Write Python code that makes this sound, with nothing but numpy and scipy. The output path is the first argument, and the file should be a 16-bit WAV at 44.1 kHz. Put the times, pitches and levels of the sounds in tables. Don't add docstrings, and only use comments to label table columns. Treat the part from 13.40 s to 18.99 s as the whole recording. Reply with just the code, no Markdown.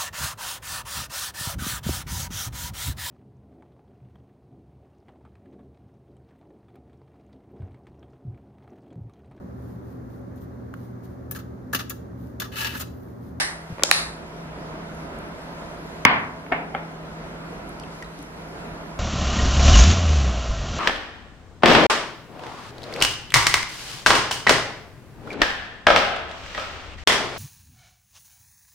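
import sys
import numpy as np
from scipy import signal
from scipy.fft import rfft, irfft, next_fast_len
from scipy.io import wavfile
from scipy.ndimage import uniform_filter1d, map_coordinates

SR = 44100
rng = np.random.default_rng(int(sys.argv[2]) if len(sys.argv) > 2 else 0)


def output_pcm(signal):
    pcm = np.clip(np.atleast_2d(signal).T, -1, 1) * 32767
    wavfile.write(sys.argv[1], SR, np.round(pcm).astype(np.int16))


N = 246519
LEAD = SR // 10
HIT_TIME_S = np.arange(SR // 8) / SR

# frequency in Hz, t60 in seconds, level in dB for side flap, front flap, back flap, creak.
LID_MODES = [(300, 0.028, -22, -16, -26, -6), (560, 0.04, -20, -15, -26, -5),
             (800, 0.024, -10, -20, -9, -14), (900, 0.011, -33, -12, -13.5, -2.5),
             (1140, .014, -9, -22, -11, -7), (1400, 0.015, -21, -15, -13, -6.5),
             (1664, 0.0099, -4, -20, -5, -16), (1880, 0.011, 3, -24, 0, -8), (2420, 0.007, -5, -9, -1, -8),
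             (2900, .005, -2, -9, -8, -16.5), (3205, 0.0055, -8, -6, -7, -12.5),
             (3830, .006, -10, 0, -14, -20), (4083, 0.007, -1, -9, 2, -20), (4850, .0045, -6, 5, -3, -25),
             (5200, 0.0055, 1.5, -16, 2, -28.5), (5600, .004, -8, 1, -14, -30),
             (6480, 0.004, -8, 1, 1, -33), (7200, .0034, -7, 6.5, -4, -33), (8900, 0.0046, 0, -14, 0, -35),
             (9800, .0035, -9.5, -22, -2, -33), (11100, .004, -12, -2, -10, -36),
             (12900, 0.0033, -12, -24, -4, -38.5), (14700, .003, -12, -2, -3, -40)]
SIDE_FLAP, FRONT_FLAP, BACK_FLAP, CREAK = 2, 3, 4, 5
# start in seconds, level in dB, room in dB, extra room in the beamed band in dB.
FLAP_SNAPS = [(-.03, -1.5, -6.5, -.5), (0.4351, 0.4, -15, 5), (0.5129, 3, -10, -2)]
# start in seconds, level in dB, contact sharpness in Hz.
LID_CREAKS = [(0.3825, -26, 9000), (0.395, -22.5, 7000), (0.4235, -17, 5000), (.4262, -19, 3500),
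              (0.4903, -18, 3000)]


def lid():
    out = np.zeros((2, N + LEAD))
    shared = dict(echo_s=0.0137, echo_db=-21, thin_hz=350)
    for flap, (start, db, room_db, beam_db) in zip((SIDE_FLAP, FRONT_FLAP, BACK_FLAP), FLAP_SNAPS):
        snap = blow(LID_MODES, flap, sharp_hz=12000, room_db=room_db, crack_db=-10,
                    attack_s=0.00028, blur_octaves=0.11, beam_db=beam_db, **shared)
        add(out, start, amp(db) * snap)
    for start, db, sharp_hz in LID_CREAKS:
        creak = blow(LID_MODES, CREAK, sharp_hz, room_db=-5, crack_db=-22,
                     attack_s=0.0003, blur_octaves=0.2, **shared)
        add(out, start, amp(db) * creak)
    return out


# frequency in Hz, t60 in seconds, level in dB for a hard, a soft, a light knock.
WARE_MODES = [(103, 0.085, -22, -46, -40), (203, 0.045, -12, -20, -20), (260, 0.058, -15, -16, -13),
              (461, 0.025, -12, -11, -18), (588, 0.032, -16, -17, -8), (725, 0.034, -11, -3.5, -24),
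              (755, .026, -18, -22, -1), (860, 0.026, -8, -10, -15), (965, 0.028, -6, -12, -20),
              (1125, 0.051, -7, -20, -20), (1310, 0.027, -12, -11, -8), (1580, 0.016, -3, -7, -13),
              (1810, 0.02, -4, -8, -12), (1950, 0.016, -2, -11, -11), (2170, 0.013, 6.5, -22, -2),
              (2200, .022, -24, -4, -24), (2600, 0.01, 2, -12, -14), (2710, .015, -22, -7, -20),
              (2860, 0.03, -19.5, -28, -24), (3120, .012, -9, -13, -12), (3330, 0.017, -15, -30, -18),
              (3570, .01, -17, -19, -24), (4300, 0.0061, -11, -34, -26), (4870, .02, -30, -30, -30)]
WARE_COLUMN = {"hard": 2, "soft": 3, "light": 4}
WARE_CONTACTS = {"hard": (-9.5, -46, 0.0004, .1, -1.5), "soft": (-7, -34, 0.0008, .08, -1),
                 "light": (-9, -34, .0007, .08, -1)}
# start in seconds, level in dB, contact sharpness in Hz, kind.
WARE_KNOCKS = [(2.6508, 4, 6500, "hard"), (2.683, -17, 2500, "soft"), (2.695, -11, 2500, "soft"),
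               (2.7102, -12, 2500, "soft"), (3.064, -29, 3500, "soft"), (3.1163, -17, 1400, "soft"),
               (3.1210, -8.5, 5800, "soft"), (3.1238, -12, 5000, "soft"), (3.1265, -16, 4000, "soft"),
               (3.1315, -13, 2800, "soft"), (3.3423, -21, 1500, "light"), (3.3472, -24, 5000, "light"),
               (3.3485, -12, 4450, "light"), (3.3558, -20, 2500, "light")]


def tableware():
    out = np.zeros((2, N + LEAD))
    for start, db, sharp_hz, kind in WARE_KNOCKS:
        knock = blow(WARE_MODES, WARE_COLUMN[kind], sharp_hz, *WARE_CONTACTS[kind],
                     echo_s=0.017, echo_db=-28.5, thin_hz=40)
        add(out, start, amp(db) * knock)
    return out


def blow(modes, column, sharp_hz, room_db, crack_db, attack_s, blur_octaves, beam_db=0, *,
         echo_s, echo_db, thin_hz):
    t = HIT_TIME_S
    hz, t60, mode_db = np.array(modes).T[[0, 1, column], :, None]
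    sign = (-1.0) ** np.arange(len(hz))[:, None]
    side_phase = rng.uniform(0, 2 * np.pi, hz.shape)
    mode_db = mode_db + rng.normal(0, 1.5, hz.shape)
    envelope = sign * amp(mode_db - 60 * t / t60) * (1 - np.exp(-t / attack_s))
    ring = np.array([(envelope * np.sin(2 * np.pi * hz * t + p)).sum(axis=0) for p in (0, side_phase)])
    crack = amp(crack_db - 60 * t / 0.016) * rng.standard_normal(ring.shape)
    hit = filtered(ring + crack, lambda f: (1j * f / (thin_hz + 1j * f) / (1 + 1j * f / sharp_hz)) ** 2)
    beam_hz, beam_octaves = 1950, 0.3
    beam = lambda f: amp(beam_db * np.exp(-0.5 * (np.log2((f + 1) / beam_hz) / beam_octaves) ** 2))
    radiated = all_round(filtered(hit, beam), blur_octaves)
    out = amp(room_db) * walls(radiated, fill_s=0.009)
    direct = widened(hit, DIRECT_WIDTH)
    out[:, :len(t)] += direct
    out[:, round(echo_s * SR):][:, :len(t)] += amp(echo_db) * direct
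    return out


# start in seconds, level in dB, pitch in Hz, t60 in seconds.
PALM_THUMPS = [(.301, -21, 168, 0.042), (0.323, -18.5, 105, 0.043), (4.788, -28, 285, 0.088)]


def thumps():
    out, t = np.zeros((2, N + LEAD)), HIT_TIME_S
    for start, db, hz, t60 in PALM_THUMPS:
        push = amp(db - 60 * t / t60) * (1 - np.exp(-t / 0.0038)) * np.sin(2 * np.pi * hz * t)
        add(out, start, push * amp([[0], [-15]]))
    return out


# start in seconds, level in dB, centre in Hz, t60 in seconds, noise share from 0 to 1.
SMALL_TICKS = [(1.548, -44, 11500, 0.01, .8), (1.788, -32, 9800, .006, .5), (1.885, -42, 12500, .006, .8),
               (4.291, -38, 9900, 0.016, 0.6), (4.398, -33, 4800, 0.011, 0.75),
               (4.398, -36, 2900, .014, .6), (4.398, -39, 7000, .009, .7), (4.418, -42, 2600, .008, .8),
               (4.434, -42, 4200, .008, .5), (4.4345, -45, 7300, .01, .5), (4.398, -40, 10000, .01, .5),
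               (4.425, -42, 4400, 0.016, .1), (4.4345, -36, 3100, 0.02, 0.2), (4.4365, -37, 2600, .03, .2),
               (4.6235, -27, 1890, 0.04, .25), (4.6245, -37, 2800, .02, .2),
               (4.6245, -35, 5500, 0.018, 0.7), (4.645, -34, 3900, 0.024, 0.15),
               (4.789, -42, 4500, .014, 0.8), (4.789, -44, 10500, .014, .8),
               (4.826, -38, 10800, 0.014, 0.8), (4.826, -42, 7600, .012, .6)]


def ticks():
    hits, t = np.zeros((2, N + LEAD)), HIT_TIME_S
    sag_share, sag_s = 0.05, 0.004
    for start, db, hz, t60, noise_share in SMALL_TICKS:
        band = lambda f: 1 / (1 + 1.4j * (f / hz - hz / (f + 1))) ** 2
        click = unit(filtered(rng.standard_normal((2, len(t))), band))
        cycles = hz * (t + sag_share * sag_s * (1 - np.exp(-t / sag_s)))
        tone = np.sin(2 * np.pi * cycles + rng.uniform(0, 2 * np.pi, (2, 1)))
        envelope = amp(db - 60 * t / t60) * (1 - np.exp(-t / 0.0007))
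        add(hits, start, envelope * (noise_share * click + (1 - noise_share) * tone))
    return widened(hits, DIRECT_WIDTH) + amp(-15) * walls(hits[0], fill_s=0.006)[:, :N + LEAD]


# time in seconds, drone in dB, hiss in dB.
BACKGROUND_LEVELS = [(0, -42.5, -59.5), (.8, -41, -59), (1.3, -38.5, -58.5), (2.6, -39.5, -58),
                     (3.3, -41.5, -61.5), (4.15, -38, -58), (4.75, -42.5, -57.5), (5.2, -38.5, -57.5),
                     (5.59, -39, -59)]
# frequency in Hz, relative density in dB.
DRONE_SPECTRUM = [(12, -35), (25, -15), (54, -4), (108, -13), (190, -6.5), (400, -9), (540, -11.5),
                  (660, -7.5), (780, -15), (990, -12), (1140, -17.5), (1350, -15.5), (1730, -22),
                  (5000, -42.5), (6500, -64.5), (11000, -120)]
HISS_SPECTRUM = [(1180, -24), (2000, -2.5), (2600, -8.5), (3100, -10), (5400, -12), (6500, -14),
                 (9200, -19.5), (11400, -15.5), (12500, -17.5), (15200, -28), (16000, -55.5)]


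def appliances():
    t = np.arange(N) / SR
    times, *levels = np.transpose(BACKGROUND_LEVELS)
    drone_db, hiss_db = (np.interp(t, times, db) for db in levels)
    drone = amp(drone_db + 0.5 * wobble(4)) * rush(DRONE_SPECTRUM, patchy_db=0.8)
    hiss = amp(hiss_db + 0.8 * wobble(10)) * rush(HISS_SPECTRUM, patchy_db=1.7)
    hum_hz, hum_db = 162.8, -42.5
    period_s, first_top_s, swell_db, sag_hz = 2.34, 1.274, 2, 1.12
    swell = np.cos(2 * np.pi * (t - first_top_s) / period_s)
    phase = 2 * np.pi * np.cumsum(hum_hz - sag_hz * swell + 1.59 * wobble(18)) / SR
    hum = amp(hum_db + swell_db * swell + 1.8 * wobble(11)) * np.sin(phase)
    return drone + hiss + hum * amp([[0], [-16]])


def rush(spectrum, patchy_db):
    bins = signal.stft(rng.standard_normal((2, N)), nperseg=512)[2]
    patches = uniform_filter1d(rng.standard_normal(bins.shape[1:]), size=5, axis=0)
    patches = unit(uniform_filter1d(patches, size=12, axis=1))
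    pair = signal.istft(bins * amp(patchy_db * patches), nperseg=512)[1][:, :N]
    pair = filtered(pair, lambda hz: amp(along(spectrum, hz)))
    return widened(pair / np.std(pair[0]), DIFFUSE_WIDTH)


# frequency in Hz, t60 in seconds.
ECHO_DECAY = [(100, 0.88), (400, 0.65), (1000, 0.6), (2000, .47), (3000, 0.36), (4200, .42), (5500, .38),
              (7000, 0.42), (11200, 0.42), (12400, 0.12)]


def walls(hit, fill_s):
    hz, t, bins = signal.stft(rng.standard_normal((2, SR * 3 // 5)), SR, nperseg=128)
    envelope = (1 - np.exp(-(t / fill_s) ** 2)) * amp(-60 * t / along(ECHO_DECAY, hz)[:, None])
    tail = signal.istft(bins * envelope, SR, nperseg=128)[1]
    tail /= np.linalg.norm(tail[0])
    return widened(signal.fftconvolve(hit[None], tail, axes=1), DIFFUSE_WIDTH)


def all_round(hit, blur_octaves):
    hz, octaves = np.fft.rfftfreq(hit.shape[1], 1 / SR), np.arange(0, 10.2, 1 / 50)
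    grid_hz = 20 * 2 ** octaves
    power = np.interp(grid_hz, hz, np.mean(np.abs(rfft(hit)) ** 2, axis=0))
    blur = np.exp(-0.5 * ((octaves[:, None] - octaves) / blur_octaves) ** 2)
    smooth_power = np.interp(hz, grid_hz, blur @ power / blur.sum(axis=1))
    cepstrum = irfft(np.log(smooth_power + 1e-9) / 2)
    cepstrum *= np.repeat([2, 0], len(hz) - 1)
    cepstrum[0] /= 2
    return irfft(np.exp(rfft(cepstrum)))


# frequency in Hz, side gain in dB.
DIRECT_WIDTH = [(100, -27), (400, -16), (1300, -6), (2400, -2), (4400, -4), (7000, -3), (10000, 4),
                (15000, -10)]
DIFFUSE_WIDTH = [(60, -21.5), (110, -13), (200, -11), (380, -7), (700, -5), (1290, 0.5), (2380, 4),
                 (4400, 6), (8120, 6.5), (15000, 7.5)]


def widened(pair, width):
    return filtered(pair, lambda hz: np.array([np.ones_like(hz), amp(along(width, hz))]))


def amp(db):
    return 10 ** (np.asarray(db) / 20)


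def unit(x):
    return x / np.sqrt(np.mean(x ** 2) + 1e-20)


def along(points, hz):
    point_hz, values = np.transpose(points)
    return np.interp(np.log(hz + 1), np.log(point_hz + 1), values)


def wobble(knots_per_s):
    return map_coordinates(rng.standard_normal(N // 1000), [np.arange(N) * knots_per_s / SR])


def filtered(x, response):
    size = next_fast_len(x.shape[-1] + 4096)
    return irfft(rfft(x, size) * response(np.fft.rfftfreq(size, 1 / SR)), size)[..., :x.shape[-1]]


def add(track, start_s, sound):
    part = track[:, LEAD + round(start_s * SR):][:, :sound.shape[1]]
    part += sound[:, :part.shape[1]]


def scene():
    mid, side = (lid() + thumps() + ticks())[:, LEAD:]
    dish_mid, dish_side = tableware()[:, LEAD:]
    far_mid, far_side = appliances()
    mid = mid + dish_mid + far_mid
    side = side + dish_side + 0.052 * dish_mid + far_side - 0.1 * far_mid
    return np.array([mid + side, mid - side])


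def ducked(x, threshold_db=-9, share=0.45, attack_s=0.006, release_db_per_s=60):
    peak_db = 20 * np.log10(np.abs(x).max(axis=0) + 1e-9)
    over_db = np.maximum(peak_db - threshold_db, 0)
    climb_db = release_db_per_s * np.arange(N) / SR
    dip_db = np.maximum.accumulate(share * over_db + climb_db) - climb_db
    pole = np.exp(-1 / (attack_s * SR))
    return x * amp(-signal.lfilter([1 - pole], [1, -pole], dip_db))


# frequency in Hz, gain in dB.
MIC_RESPONSE = [(20, 1.5), (11500, 0), (13000, -8.5), (16000, -17)]


def record(dry):
    top_hz = 16200
    heard = filtered(dry, lambda hz: amp(along(MIC_RESPONSE, hz)))
    clipped = heard / (1 + np.abs(heard) ** 16) ** (1 / 16)
    return filtered(ducked(clipped), lambda hz: 1 / (1 + (hz / top_hz) ** 120))


dry = scene()
out = record(dry)
output_pcm(out)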